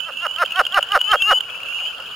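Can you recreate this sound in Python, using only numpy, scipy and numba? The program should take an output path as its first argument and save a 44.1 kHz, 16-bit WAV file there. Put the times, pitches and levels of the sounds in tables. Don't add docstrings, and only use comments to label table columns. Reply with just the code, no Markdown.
import sys
import numpy as np
from scipy import signal
from scipy.fft import rfft, irfft
from scipy.io import wavfile
from scipy.ndimage import uniform_filter1d
from numba import njit

SR = 44100
rng = np.random.default_rng(int(sys.argv[2]) if len(sys.argv) > 2 else 0)


def wav_record(signal):
    frames = np.transpose(np.atleast_2d(signal))
    bounded = np.clip(frames, -1, 1)
    quanta = np.round(bounded * 32767).astype(np.int16)
    wavfile.write(sys.argv[1], SR, quanta)


def invert_db(x):
    u = np.asarray(x, float) / 20
    return 10 ** u


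N = 94815


def walk(rate):
    hold = int(SR / rate)
    steps = np.repeat(rng.standard_normal(N // hold + 1), hold)
    return 1.4 * uniform_filter1d(uniform_filter1d(steps, hold), hold)[:N]


def add(out, start_s, x, pan_db):
    i = max(int(start_s * SR), 0)
    x = x[:N - i]
    out[:, i:i + len(x)] += x * invert_db(np.array([[pan_db], [-pan_db]]) / 2)


def ring(t, hz, t60):
    rise_s = 0.00044
    t = np.maximum(t, 0)
    onset = 1 - np.exp(-(t / rise_s) ** 2)
    return onset * np.sin(2 * np.pi * hz * t) * np.exp(-np.log(1000) * t / t60)


def pulse_times(top_hz, fall_s, cluck_s):
    # time_before_close (in multiples of fall_s), share of the way base to top
    rate = np.array([(0, 0.049), (0.149, .4), (0.298, .6), (0.502, .77), (0.749, .92), (1, 0.96),
                     (1.5, 0.94), (2.6, 0.66)]).T
    base_hz, jitter = 220.5, 0.0042
    before, chance = [0.], rng.standard_normal(80)
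    while before[-1] < cluck_s:
        step = 1 / base_hz
        for _ in range(3):
            share = np.interp((before[-1] + step / 2) / fall_s, *rate)
            step = 1 / (base_hz + (top_hz - base_hz) * share)
        before.append(before[-1] + step * (1 + jitter * chance[len(before)]))
    return np.array(before[:-1])


def leopard_frog():
    # close_s, top_rate_hz, fall_s, level_db, straggler_gap_s (after the close; 0 = no straggler)
    clucks = [(.102, 338, 0.025, -22, 0.0017), (0.267, 357, 0.027, -12.5, 0.00084),
              (0.4354, 360.5, 0.025, -4.5, 0.00053), (0.611, 387.6, 0.026, -1.5, 0.0026),
              (0.7888, 408, 0.03, -1.5, 0.0012), (0.9682, 418, 0.035, -1, 0.0064),
              (1.149, 438.6, 0.037, -1, 0.0063), (1.3263, 439, 0.034, -1.5, 0.0039),
              (1.505, 387.6, 0.036, -31, 0), (1.661, 390, 0.032, -31.5, 0.01),
              (1.824, 402, 0.032, -31.5, 0), (2.004, 404, 0.041, -30, 0.0038)]
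    # before_close_s, pulse_db, sac_db (counted from its lowest value in the cluck)
    effort = np.array([(0, -3.5, 9.5), (.005, 0, 8), (0.016, 2, 5.5), (0.021, -4, 2.5), (0.034, -8.5, -4.5),
                       (0.047, -14, -5), (0.061, -21, -1), (.1, -41, 4)]).T
    # pitch_hz, level_db, t60_s
    throat = [(578.5, -19, 0.018), (737.6, -10, 0.019), (1297, -2.5, 0.013), (1378, -5, 0.014),
              (1900, -23, 0.0029), (2900, -19, 0.015), (3930, -20, 0.011), (4314, -23.5, 0.02),
              (4900, -50, 0.0047)]
    cluck_s, straggler_db, pan_db, low_cut_hz = 0.14, -2, -1.83, 469.6
    dulling, dull_above_hz = 0.9, 3300
    out = np.zeros((2, N))
    t = np.arange(int((cluck_s + .06) * SR)) / SR - cluck_s
    for close, top_hz, fall_s, db, gap in clucks:
        before = pulse_times(top_hz, fall_s, cluck_s)
        pulse_db = np.interp(before, *effort[:2])
        sac_db = np.interp(before, effort[0], effort[2])
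        if gap:
            before = np.r_[-gap, before]
            pulse_db = np.r_[straggler_db, pulse_db]
            sac_db = np.r_[sac_db[0], sac_db]
        sac_gain = sac_db - sac_db.min()
        start = close - cluck_s
        since = t + (before - start * SR % 1 / SR)[:, None]
        cluck = 0
        for k, (hz, mode_db, t60) in enumerate(throat):
            shift = (k == 0) - dulling * (hz > dull_above_hz)
            cluck = cluck + invert_db(pulse_db + mode_db + sac_gain * shift) @ ring(since, hz, t60)
        skip = max(int(-start * SR), 0)
        add(out, start, invert_db(db) * cluck[skip:], pan_db)
    return signal.sosfilt(signal.butter(8, low_cut_hz, "high", fs=SR, output="sos"), out)


def peepers():
    # start_s, length_s, start_hz, end_hz, level_db, left_right_db
    peeps = [(0, 0.078, 2945, 3108, -30, -13), (0, 0.19, 2576, 2910, -40.5, -8),
             (0.09, 0.29, 2533, 3080, -29.5, -8.4), (0.48, 0.12, 2530, 2700, -32, 8.5),
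             (0.98, 0.23, 2845, 3303, -17, 8.5), (1.04, 0.16, 2574, 2884, -32.5, -16),
             (1.19, 0.2, 2650, 3049, -14, 4), (1.28, 0.18, 2660, 2883, -35, -12),
             (1.45, 0.14, 2876, 3040, -42, 4.9), (1.46, 0.22, 2494, 2882, -39, 16),
             (1.6, 0.29, 2518, 3145, -29, -15.5), (1.74, 0.18, 2631, 3065, -27, 9),
             (1.78, 0.21, 2470, 2760, -39, -7.5), (2.0, 0.18, 2670, 2890, -54, -4)]
    rise_s, fall_s, octave_db = .03, .004, -42
    flutter_db = 2.5
    full_s, creep_db = 0.201, -10.5
    throbbing, throb_hz, throb_db, crest_s = 4, 28, 10, 1.077
    break_s, break_length_s, after_db = 1.15, .02, -9
    out = np.zeros((2, N))
    for k, (start, length, hz, end_hz, db, pan_db) in enumerate(peeps):
        t = np.arange(int(length * SR)) / SR
        phase = 2 * np.pi * (hz * t + (end_hz - hz) / length * t ** 2 / 2 + rng.random())
        rise = (t + (start < .01)) / rise_s
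        shape = np.clip(np.minimum(rise, (length - t) / fall_s), 0, 1)
        waver = flutter_db * walk(60.4)[:len(t)] * np.clip(-db / 30, 0, 1) ** 2
        waver += creep_db * np.clip((length - full_s - t) / rise_s, 0, 1)
        if k == throbbing:
            now = t + start
            throb = -throb_db * (throb_hz * (now - crest_s) % 1)
            waver = waver + np.where(now < break_s, throb, after_db)
            shape = shape * np.clip(np.abs(now - break_s) / break_length_s, 0, 1) ** 2
            waver = uniform_filter1d(waver, size=90)
        tone = np.sin(phase) + invert_db(octave_db) * np.sin(2 * phase)
        add(out, start, invert_db(db + waver) * shape * tone, pan_db)
    return out


def far_ticks():
    count = int(130 * N / SR)
    start = rng.random(count) * N / SR
    g = rng.standard_normal((count, 3))
    return np.c_[start, -37 + 4.5 * g[:, 0], 2880 + 174 * g[:, 1], 5 * g[:, 2]]


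def chorus_frogs():
    # start_s, level_db, pitch_hz, left_right_db
    ticks = [(0.0034, -20, 2980, -12), (0.1221, -28, 2750, -9), (0.134, -34.5, 2960, 10),
             (0.171, -25, 2960, -12), (0.265, -24.5, 2910, -23), (0.3104, -26, 2940, -9),
             (0.3385, -26, 2960, -14), (0.3604, -21.5, 3080, -17), (0.3833, -20, 2700, -2.5),
             (0.452, -19, 2720, -1), (0.4594, -19.5, 3090, -12.5), (0.4883, -33, 2900, 2.5),
             (0.507, -19.5, 2880, 3), (0.5202, -15.5, 2803, -3), (0.5586, -20, 3095, -15),
             (0.591, -12, 2885, -0.5), (0.6352, -29, 2880, 7), (0.6512, -17.5, 3126, -11),
             (0.6658, -11.5, 2844, 1), (0.7226, -21, 3200, -9), (0.7436, -9.5, 2850, -2.5),
             (0.8078, -25, 2930, 9), (0.827, -9, 2914, -3.5), (0.85, -52, 2730, -6.0),
             (0.8705, -29, 3010, -7), (0.8878, -23, 3010, 0.5), (0.9074, -28, 2900, 7),
             (0.919, -9, 2935, -3.5), (0.99, -20, 2893, 2.0), (1.0131, -8, 2998, -4),
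             (1.1159, -8, 3050, -3), (1.4059, -12.5, 3040, -4.5), (1.4994, -30, 3200, -12),
             (1.5539, -26.5, 2660, 10), (1.6028, -28, 2726, -8), (1.6584, -33, 2770, 14),
             (1.6856, -22.5, 2684, 0), (1.947, -29, 2840, -8), (1.9809, -29.5, 3190, 7),
             (1.9994, -31, 2840, -11), (2.0226, -27, 2760, 3), (2.0622, -27, 3150, 7),
             (2.1118, -30, 3200, 8), (2.1273, -43, 2900, -8), (1.221, -7, 3067, -3.5),
             (1.325, -15.5, 3085, -6.5)]
    # start_s, level_db
    low_trill = [(1.4351, -36), (1.4907, -33), (1.5459, -33), (1.6018, -33), (1.6634, -35), (1.724, -28),
                 (1.7888, -25), (1.8582, -25), (1.929, -32), (2.0016, -37), (2.0749, -29.5), (2.1434, -46)]
    low_hz, climb_hz_per_s, low_pan_db = 2334, 470, 5.5
    rise_s, fall_s, tail_t60_s = 0.0012, 0.023 / 6, 0.092
    lead_s, sag_s = 0.0000414, 0.0033
    half_db, snap_db, tail_db = -17, -23.5, -18
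    out, t = np.zeros((2, N)), np.arange(int(.05 * SR)) / SR
    rise = np.clip(t / rise_s, 0, 1)
    body = np.sin(np.pi / 2 * rise) * np.exp(-(np.clip(t - rise_s, 0, 1) / fall_s) ** 2)
    tail = invert_db(tail_db) * rise * np.exp(-np.log(1000) * t / tail_t60_s)
    first = low_trill[0][0]
    low = [(s, db, low_hz + climb_hz_per_s * (s - first), low_pan_db) for s, db in low_trill]
    for start, db, hz, pan_db in list(ticks) + low + list(far_ticks()):
        phase = 2 * np.pi * hz * (t + lead_s * (1 - np.exp(-t / sag_s)))
        snap = invert_db(snap_db) * rng.standard_normal(len(t))
        half = invert_db(half_db) * np.sin(phase / 2)
        add(out, start, invert_db(db) * ((body + tail) * np.sin(phase) + body * (half + snap)), pan_db)
    return out


def field():
    # (per Hz, relative)
    spectrum_hz, spectrum_db = np.array([(15, -55), (25, -20.5), (118, -17.5), (357, -22.5), (510, -11.5),
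                                         (907, -15.5), (1440, -6), (2060, -27.5), (2570, -9), (2940, 5.5),
                                         (3210, -9), (3670, -24.5), (5000, -22.5), (6500, -46),
                                         (11000, -120)]).T
    level_db, swell_db, flicker_db, side_db = -35, .7, 2.5, -4
    side_low_hz = 113
    f = np.arange(N // 2 + 1) * SR / N + 1
    swell = walk(2.55)
    colour = invert_db(np.interp(np.log(f), np.log(spectrum_hz), spectrum_db))
    noise = rfft(rng.standard_normal((2, N))) * colour
    noise[1] *= f / np.hypot(f, side_low_hz)
    out = 0
    for hz in 20 * 2 ** np.arange(0, 9, 1 / 3):
        band = irfft(noise * np.clip(1 - np.abs(3 * np.log2(f / hz)), 0, 1), N)
        out = out + band * invert_db(swell_db * swell + flicker_db * walk(25.45))
    side = invert_db(side_db) * out[1]
    return np.array([out[0] + side, out[0] - side]) * invert_db(level_db) / np.std(out[0])


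def scatter(near):
    echo_db, t60_s = -29, 0.091
    t = np.arange(int(.15 * SR)) / SR
    reeds = rng.standard_normal((2, len(t))) * np.exp(-np.log(1000) * t / t60_s) * (t > .003)
    reeds *= invert_db(echo_db) / np.sqrt(np.sum(reeds ** 2, axis=1, keepdims=True))
    return signal.fftconvolve(near, reeds, axes=1)[:, :N]


def scene():
    near = leopard_frog() + peepers() + chorus_frogs()
    return near + scatter(near) + field()


@njit
def follow(x, up, down):
    y, e = np.empty(len(x)), 0.
    for i in range(len(x)):
        e += (x[i] - e) * (up if x[i] > e else down)
        y[i] = e
    return y


def gain_control(x):
    threshold_db, ratio, attack_s, release_s = -9, 1.25, 0.0019, 0.092
    env = follow(np.abs(x).max(axis=0), 1 / (attack_s * SR), 1 / (release_s * SR))
    return x * np.minimum(1, invert_db(threshold_db) / (env + 1e-9)) ** (1 - 1 / ratio)


def overload(x):
    ceiling, knee, shift_db, shift_hz = 0.88, 0.418, -7, 97
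    excess = np.maximum(np.abs(x.mean(axis=0)) - knee, 0)
    shift = signal.sosfilt(signal.butter(2, shift_hz, fs=SR, output="sos"), excess)
    return ceiling * np.tanh(x / ceiling) + invert_db(shift_db) * shift


def gain_ripple(x):
    # multiple, level_db (relative; trim_db is added to all)
    ripple = [(1, -19), (2, -26), (3, -28), (4, -32)]
    rate_hz, trim_db = 3901, -1.15
    t = np.arange(N) / SR
    return x * (1 + sum(invert_db(db + trim_db) * np.cos(2 * np.pi * k * rate_hz * t) for k, db in ripple))


def hiss(x):
    floor_db, ride_db = -54.5, -45
    level = uniform_filter1d(np.abs(x), size=64)
    return rng.standard_normal((2, N)) * (invert_db(floor_db) + invert_db(ride_db) * level)


def band_limit(x):
    return signal.sosfilt(signal.butter(12, 16340, fs=SR, output="sos"), x)


def record(dry):
    x = gain_ripple(overload(gain_control(dry)))
    x = x + hiss(x)
    x = signal.sosfilt(signal.ellip(8, .2, 70, 16200, fs=SR, output="sos"), x)
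    return band_limit(x)


dry = scene()
out = record(dry)
wav_record(out)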